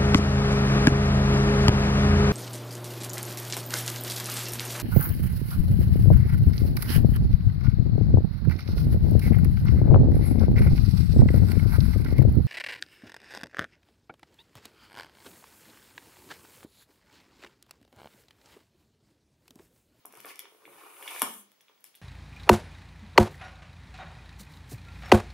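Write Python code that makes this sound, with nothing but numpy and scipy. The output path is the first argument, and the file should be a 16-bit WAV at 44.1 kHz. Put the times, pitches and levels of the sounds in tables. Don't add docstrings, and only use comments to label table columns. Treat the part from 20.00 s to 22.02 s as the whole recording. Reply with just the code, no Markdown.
import sys
import numpy as np
from scipy import signal
from scipy.fft import rfft, irfft
from scipy.io import wavfile
from scipy.ndimage import uniform_filter1d

SR = 44100
rng = np.random.default_rng(int(sys.argv[2]) if len(sys.argv) > 2 else 0)


def nominal_scale(level):
    x = np.asarray(level, float) / 20
    return 10 ** x


def digitize_waveform(pressure):
    field = np.atleast_2d(pressure).T
    bounded = np.clip(field, -1, 1)
    quanta = np.round(bounded * 32767).astype(np.int16)
    wavfile.write(sys.argv[1], SR, quanta)


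N = 88905

# pitch_hz, knocked_db, t60_s, rubbed_db
TUBE_MODES = [(352, -13, 0.083, -6.5), (427.4, -2, 0.048, -2.5), (523, -13.5, .02, -3),
              (713, -4.5, .02, -13.5), (958, 6.5, 0.004, 2.5), (1120, 7.5, 0.004, -0.5),
              (1359, -7, 0.0053, -15), (1741, 1, 0.015, -6), (2236, 10, 0.0036, 3.5), (2870, 2, 0.021, -7),
              (3370, 10.5, 0.004, -8.5), (4420, -17.5, 0.0013, -8.5)]


def pin_ticks():
    # start_s, level_db, centre_hz, spread_octaves, contact_s, left_minus_right_db; rows centred at 3300
    # Hz are knocks, one of them at the lock
    ticks = [(0.0548, -33, 12400, 0.91, 0.0019, 2.5), (0.1247, -44, 10200, 0.98, 0.00085, 3),
             (.1424, -50, 6500, .6, .0015, 3), (0.1525, -43.5, 11900, 1.2, 0.0011, 6),
             (.172, -41, 12500, 1.1, 0.0011, 5), (0.185, -52, 12100, .9, .001, 2),
             (0.2032, -41, 13400, 1.3, .0012, 11), (0.21, -49, 12300, 1, 0.0013, 6),
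             (0.2558, -39, 11400, 0.77, .0012, 10), (0.2637, -42, 10900, .6, .0008, 2),
             (0.3566, -43.5, 8000, 1.2, 0.0017, 3), (.3918, -27.5, 12700, 0.89, .0016, 4),
             (.3922, -38, 3300, 0.55, .0014, -1), (1.0273, -35, 11400, 0.62, 0.00066, 4.5),
             (1.0799, -31, 8500, 0.8, 0.0011, 0), (1.1073, -35, 12000, 0.73, 0.002, 0.5),
             (1.1952, -24.5, 11500, 0.92, 0.00053, 1.5), (1.2185, -10, 10100, 0.49, 0.0015, 5.5),
             (1.2183, -17.5, 3300, 0.55, 0.001505, 1), (1.2226, -19.5, 11500, 0.64, 0.0015, -2),
             (1.3389, -38, 11000, .9, 0.0014, -3.5), (1.5174, -52.5, 10150, 0.8, 0.00095, 6),
             (1.6087, -51, 5510, .75, 0.00076, 4.5), (1.6124, -54.5, 10190, 0.76, .0014, 3),
             (1.807, -52.5, 13000, 0.37, 0.00098, 2), (1.8409, -38, 11100, 1.16, .002, 5.5),
             (1.952, -44.5, 11100, 0.89, 0.002, 5), (1.9574, -44, 10800, 0.77, 0.00069, 0)]
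    # pitch_hz,
    # level_db, t60_s
    pin_modes = [(3300, -3.5, 0.0017), (4395, -5, .002), (5560, 12, 0.0009), (6500, -17.5, 0.0021),
                 (7254, 3.5, 0.001), (8360, 1.5, 0.0014), (9680, 4.5, 0.0015), (9825, 0, 0.006),
                 (10900, 6.5, 0.006), (12280, -12.5, 0.0022), (12580, 9.5, 0.00067), (13390, 6.5, 0.0035),
                 (14810, -4.5, .002), (16300, -14, .0015)]
    out = np.zeros((2, N))
    chances = rng.standard_normal((len(ticks), 60))
    for (start_s, level_db, centre_hz, octaves, contact_s, pan_db), chance in zip(ticks, chances):
        tick = blow(pin_modes, centre_hz, octaves, contact_s, level_db, chance)
        sides = nominal_scale(np.array([[pan_db / 2], [-pan_db / 2]]))
        add(out, start_s, tick * sides)
    return thin(out)


def tube_knocks():
    # start_s, level_db, centre_hz, spread_octaves, contact_s
    knocks = [(0.051, -41.5, 659, 1.7, 0.0018), (0.125, -52, 2150, 0.85, 0.00081),
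              (0.137, -39.5, 888, 1.2, 0.0015), (0.152, -46, 2240, 0.77, 0.0022),
              (0.171, -57, 2230, 1.2, 0.0029), (0.2, -48, 2040, 0.8, 0.0022),
              (0.246, -30, 727, 1.57, 0.0026), (0.359, -71, 2250, 1.4, 0.0018),
              (0.392, -39.5, 2540, 1.1, 0.0018), (0.404, -60, 2580, 0.97, 0.0012),
              (0.445, -48, 2400, 1.7, 0.0015), (0.454, -39.5, 1300, 1.66, 0.0016),
              (0.464, -71, 2240, 1.7, 0.0045), (0.521, -52, 398, 1.2, 0.002),
              (0.546, -51.5, 423, 1.5, 0.0018), (0.653, -40, 2220, 0.54, 0.0019),
              (0.677, -44, 345, 1.7, 0.0029), (1.024, -35, 2220, 1.7, 0.0026),
              (1.077, -28, 3470, 1.7, 0.0014), (1.161, -28, 1120, 1.3, 0.0018),
              (1.195, -40, 3630, 1.6, 0.0018), (1.212, -42.5, 1280, 1.2, 0.0015),
              (1.218, -13.5, 1100, 1.36, 0.0016), (1.225, -24.5, 996, 0.95, 0.00062),
              (1.517, -59, 2270, 1.4, 0.0021), (1.607, -52, 3710, 1.3, 0.0014),
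              (1.682, -49, 3460, 1.7, 0.0016), (1.695, -52.5, 404, 1.7, 0.0027),
              (1.777, -62.5, 3960, 1.4, 0.0026), (1.842, -43.5, 1840, 0.98, 0.0011),
              (1.943, -52.5, 2750, 1.6, 0.0017), (1.951, -46.5, 3210, 0.57, 0.00099)]
    out = np.zeros((2, N))
    chances = rng.standard_normal((len(knocks), 60))
    for (start_s, level_db, centre_hz, octaves, contact_s), chance in zip(knocks, chances):
        knock = blow(TUBE_MODES, centre_hz, octaves, contact_s, level_db, chance)
        add(out, start_s, knock[None])
    return thin(out)


def rubbing():
    # time_s, hum_db, tilt_db_per_octave, hiss_db
    course = np.array([(0.099, -72, 13, -76), (0.137, -64, -13, -63), (.19, -55, 3, -64),
                       (0.234, -66, 11.5, -63), (0.252, -53, -4, -60), (0.287, -52.5, 6, -51.5),
                       (0.317, -51, 4.5, -54.5), (.33, -68.5, 0.5, -69), (0.399, -56.5, 8, -66.5),
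                       (0.469, -67.5, -10.5, -81), (.48, -89.5, -4.5, -69), (.64, -61.5, -1, -71),
                       (0.659, -62, -18, -64.5), (0.728, -59.5, 1, -61), (.83, -56.5, -1, -60),
                       (0.921, -59.5, -2.5, -58.5), (1.015, -53, -0.5, -54), (1.039, -51, 2.5, -52.5),
                       (1.121, -47.5, 3.5, -47.5), (1.21, -47.5, 8, -44.5), (1.231, -44, -0.5, -43),
                       (1.4, -78.5, -3, -52.5), (1.498, -101.5, -3, -95.5), (1.669, -88, 5.5, -99),
                       (1.698, -73.5, -3, -99), (1.761, -93.5, -5, -92.5), (1.84, -101, -2, -81),
                       (1.864, -61.5, 33.5, -58), (1.921, -96, 13, -82), (1.975, -72.5, 49, -70),
                       (2.01, -97, 3, -97)])
    # pitch_hz, density_db_per_hz
    hiss_spectrum = [(2060, -33), (3500, -19.5), (5600, -43), (6240, 2.5), (7040, -4), (9870, 10),
                     (13200, 4.5), (14900, 7), (16000, -7.5)]
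    catches_per_s, catch_spread_db, side_share = 2500, 1, 0.28
    t = np.arange(N) / SR
    hum_db = np.interp(t, course[:, 0], course[:, 1], left=-120)
    tilt_db = np.interp(t, course[:, 0], course[:, 2])
    hiss_db = np.interp(t, course[:, 0], course[:, 3], left=-120)

    size = nominal_scale(catch_spread_db * np.minimum(rng.exponential(1, (2, N)), 5))
    size = size * (rng.random((2, N)) < catches_per_s / SR)
    mid, side = size * rng.standard_normal((2, N))
    catches = np.array([mid + side_share * side, mid - side_share * side])

    hum, power = 0, 0
    for hz, _, t60, rubbed_db in TUBE_MODES:
        pitch = hz * (1 + 0.02 * lumps(N, 0.037))
        ring = resonate(catches, pitch, 0.65 * t60)
        ring = evened(resonate(ring, pitch, 0.64 * t60))
        gain = nominal_scale(rubbed_db + tilt_db * np.log2(hz / 1000))
        swell = nominal_scale(3.5 * lumps(N, 0.011))
        hum = hum + gain * ring * swell
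        power = power + gain ** 2
    hum = thin(hum / np.sqrt(power))

    smear = rng.standard_normal((2, 300)) * nominal_scale(-60 * t[:300] / 0.0099)
    hiss = signal.oaconvolve(catches, smear / np.linalg.norm(smear[0]), axes=1)[:, :N]
    steady = 2.4 * np.std(catches) * rng.standard_normal((2, N))
    hiss = evened(colour(hiss + steady, hiss_spectrum))
    hiss_sides = nominal_scale(np.array([[1.5], [-1.5]]))
    return nominal_scale(hum_db) * hum + nominal_scale(hiss_db) * hiss * hiss_sides


def case_thuds():
    # start_s, level_db, centre_hz
    thuds = [(.07, -63.5, 200), (0.168, -64, 135), (0.252, -67.5, 182), (0.668, -64.5, 135),
             (.75, -74, 135), (1.215, -39, 233), (1.264, -46, 204)]
    # pitch_hz, level_db, t60_s
    case_modes = [(135, -5, 0.3), (182, -12.5, 0.48), (200, -5, 0.66), (215.1, -4.5, 0.53),
                  (234.1, -1.5, 0.349), (268.4, 6, 0.3), (283.9, 0, 0.186)]
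    contact_s, octaves = 0.011, 0.85
    out = np.zeros(N)
    chances = rng.standard_normal((len(thuds), 60))
    for (start_s, level_db, centre_hz), chance in zip(thuds, chances):
        add(out, start_s, blow(case_modes, centre_hz, octaves, contact_s, level_db, chance / 2))
    return out * nominal_scale(1.5 * lumps(N, 0.042))


def room(x):
    # pitch_hz, t60_s
    decay = [(150, 0.69), (500, 0.34), (1500, 0.36), (4000, 0.44), (9000, 0.24), (15000, 0.093)]
    # delay_s, left_db, right_db
    echoes = [(.0086, -9.5, -22.5), (0.0127, -21.5, -12), (0.016, -49, -21)]
    tail_db, mono_hz = -5, 872
    taps = np.zeros((2, SR))
    slots = np.arange(300, SR - 20, 10)
    at = slots + rng.integers(0, 10, (2, len(slots)))
    np.put_along_axis(taps, at, rng.choice([-1., 1.], at.shape), 1)

    hz, t, z = signal.stft(taps, SR, nperseg=512)
    wide = (hz / np.hypot(hz, mono_hz))[:, None]
    z = np.array([z[0] + wide * z[1], z[0] - wide * z[1]]) / np.sqrt(1 + wide ** 2)
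    decay_hz, decay_s = np.transpose(decay)
    t60 = np.interp(np.log(hz + 1), np.log(decay_hz), decay_s)[:, None]
    tail = signal.istft(z * nominal_scale(-60 * t / t60), SR, nperseg=512)[1]
    tail = nominal_scale(tail_db) * tail / np.linalg.norm(tail[0])
    for delay_s, left_db, right_db in echoes:
        add(tail, delay_s, nominal_scale(np.array([[left_db], [right_db]])))
    return signal.fftconvolve(x, tail, axes=1)[:, :N]


def stillness():
    # pitch_hz, density_db_per_hz
    tone_spectrum = [(20, -27.5), (100, -12.5), (200, -5.5), (310, -4.5), (800, -4.5), (1500, -8),
                     (3000, -9), (6000, -13), (9000, -21), (12000, -14), (15000, -19.5), (16500, -33)]
    tone_db, shared = -69.5, 0.2
    whine_hz, whine_db, uneven_db = 15625, -77, 2.5
    left, other = rng.standard_normal((2, N))
    right = shared * left + np.sqrt(1 - shared ** 2) * other
    hush = evened(colour(np.array([left, right]), tone_spectrum))
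    whine = np.sqrt(2) * np.sin(2 * np.pi * whine_hz * np.arange(N) / SR)
    heard_level = nominal_scale(whine_db + uneven_db * lumps(N, 0.015))
    return nominal_scale(tone_db) * hush + heard_level * whine


def blow(modes, centre_hz, octaves, contact_s, level_db, chance):
    hz, mode_db, t60 = np.transpose(modes)[:3, :, None]
    detune, chatter_depth = 0.027, 0.35
    contact_s, count = np.clip(contact_s, .0004, .03), len(modes)
    t = np.arange(0, contact_s + t60.max(), 1 / SR)
    mode_db = mode_db - 10 * (np.log2(hz / centre_hz) / max(octaves, .2)) ** 2
    fall = nominal_scale(mode_db - 60 * np.maximum(t - contact_s, 0) / t60)
    pitch = hz * (1 + detune * np.tanh(chance[:count, None]))
    turns = pitch * t + chance[count:2 * count, None]
    rise = np.sin(np.pi / 2 * np.minimum(t / contact_s, 1)) ** 2
    chatter = 1 + chatter_depth * np.interp(t / contact_s * 6, np.arange(30), chance[30:], right=0)
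    sound = rise * chatter * (fall * np.sin(2 * np.pi * turns)).sum(0)
    return nominal_scale(level_db) * sound / np.linalg.norm(nominal_scale(mode_db))


def resonate(x, hz, t60):
    turn = np.exp(2j * np.pi * np.cumsum(hz) / SR)
    r = nominal_scale(-60 / (t60 * SR))
    return (turn * signal.lfilter([1 - r], [1, -r], x / turn)).real


def thin(x):
    return colour(x, [(278 / 2, -40), (278, 0)])


def lumps(shape, length_s):
    size = max(round(length_s * SR), 2)
    smooth = uniform_filter1d(rng.standard_normal(shape), size)
    return evened(uniform_filter1d(smooth, size))


def evened(x):
    return x / np.sqrt(np.mean(x ** 2) + 1e-20)


def colour(x, points):
    f, db = np.transpose(points)
    hz = np.fft.rfftfreq(x.shape[-1], 1 / SR)
    gain = nominal_scale(np.interp(np.log(hz + 1), np.log(f + 1), db))
    return irfft(rfft(x) * gain, x.shape[-1])


def add(mix, start_s, sound):
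    part = mix[..., round(start_s * SR):][..., :sound.shape[-1]]
    part += sound[..., :part.shape[-1]]


def scene():
    handle = pin_ticks() + tube_knocks() + rubbing()
    return handle + room(handle) + case_thuds() + stillness()


def band_limit(x):
    return signal.sosfilt(signal.butter(12, 16780, fs=SR, output="sos"), x)


def record(dry):
    lowpass = signal.firwin(63, 15800, window=("kaiser", 7), fs=SR)
    mix = signal.oaconvolve(dry, lowpass[None], "same")
    return band_limit(mix)


dry = scene()
out = record(dry)
digitize_waveform(out)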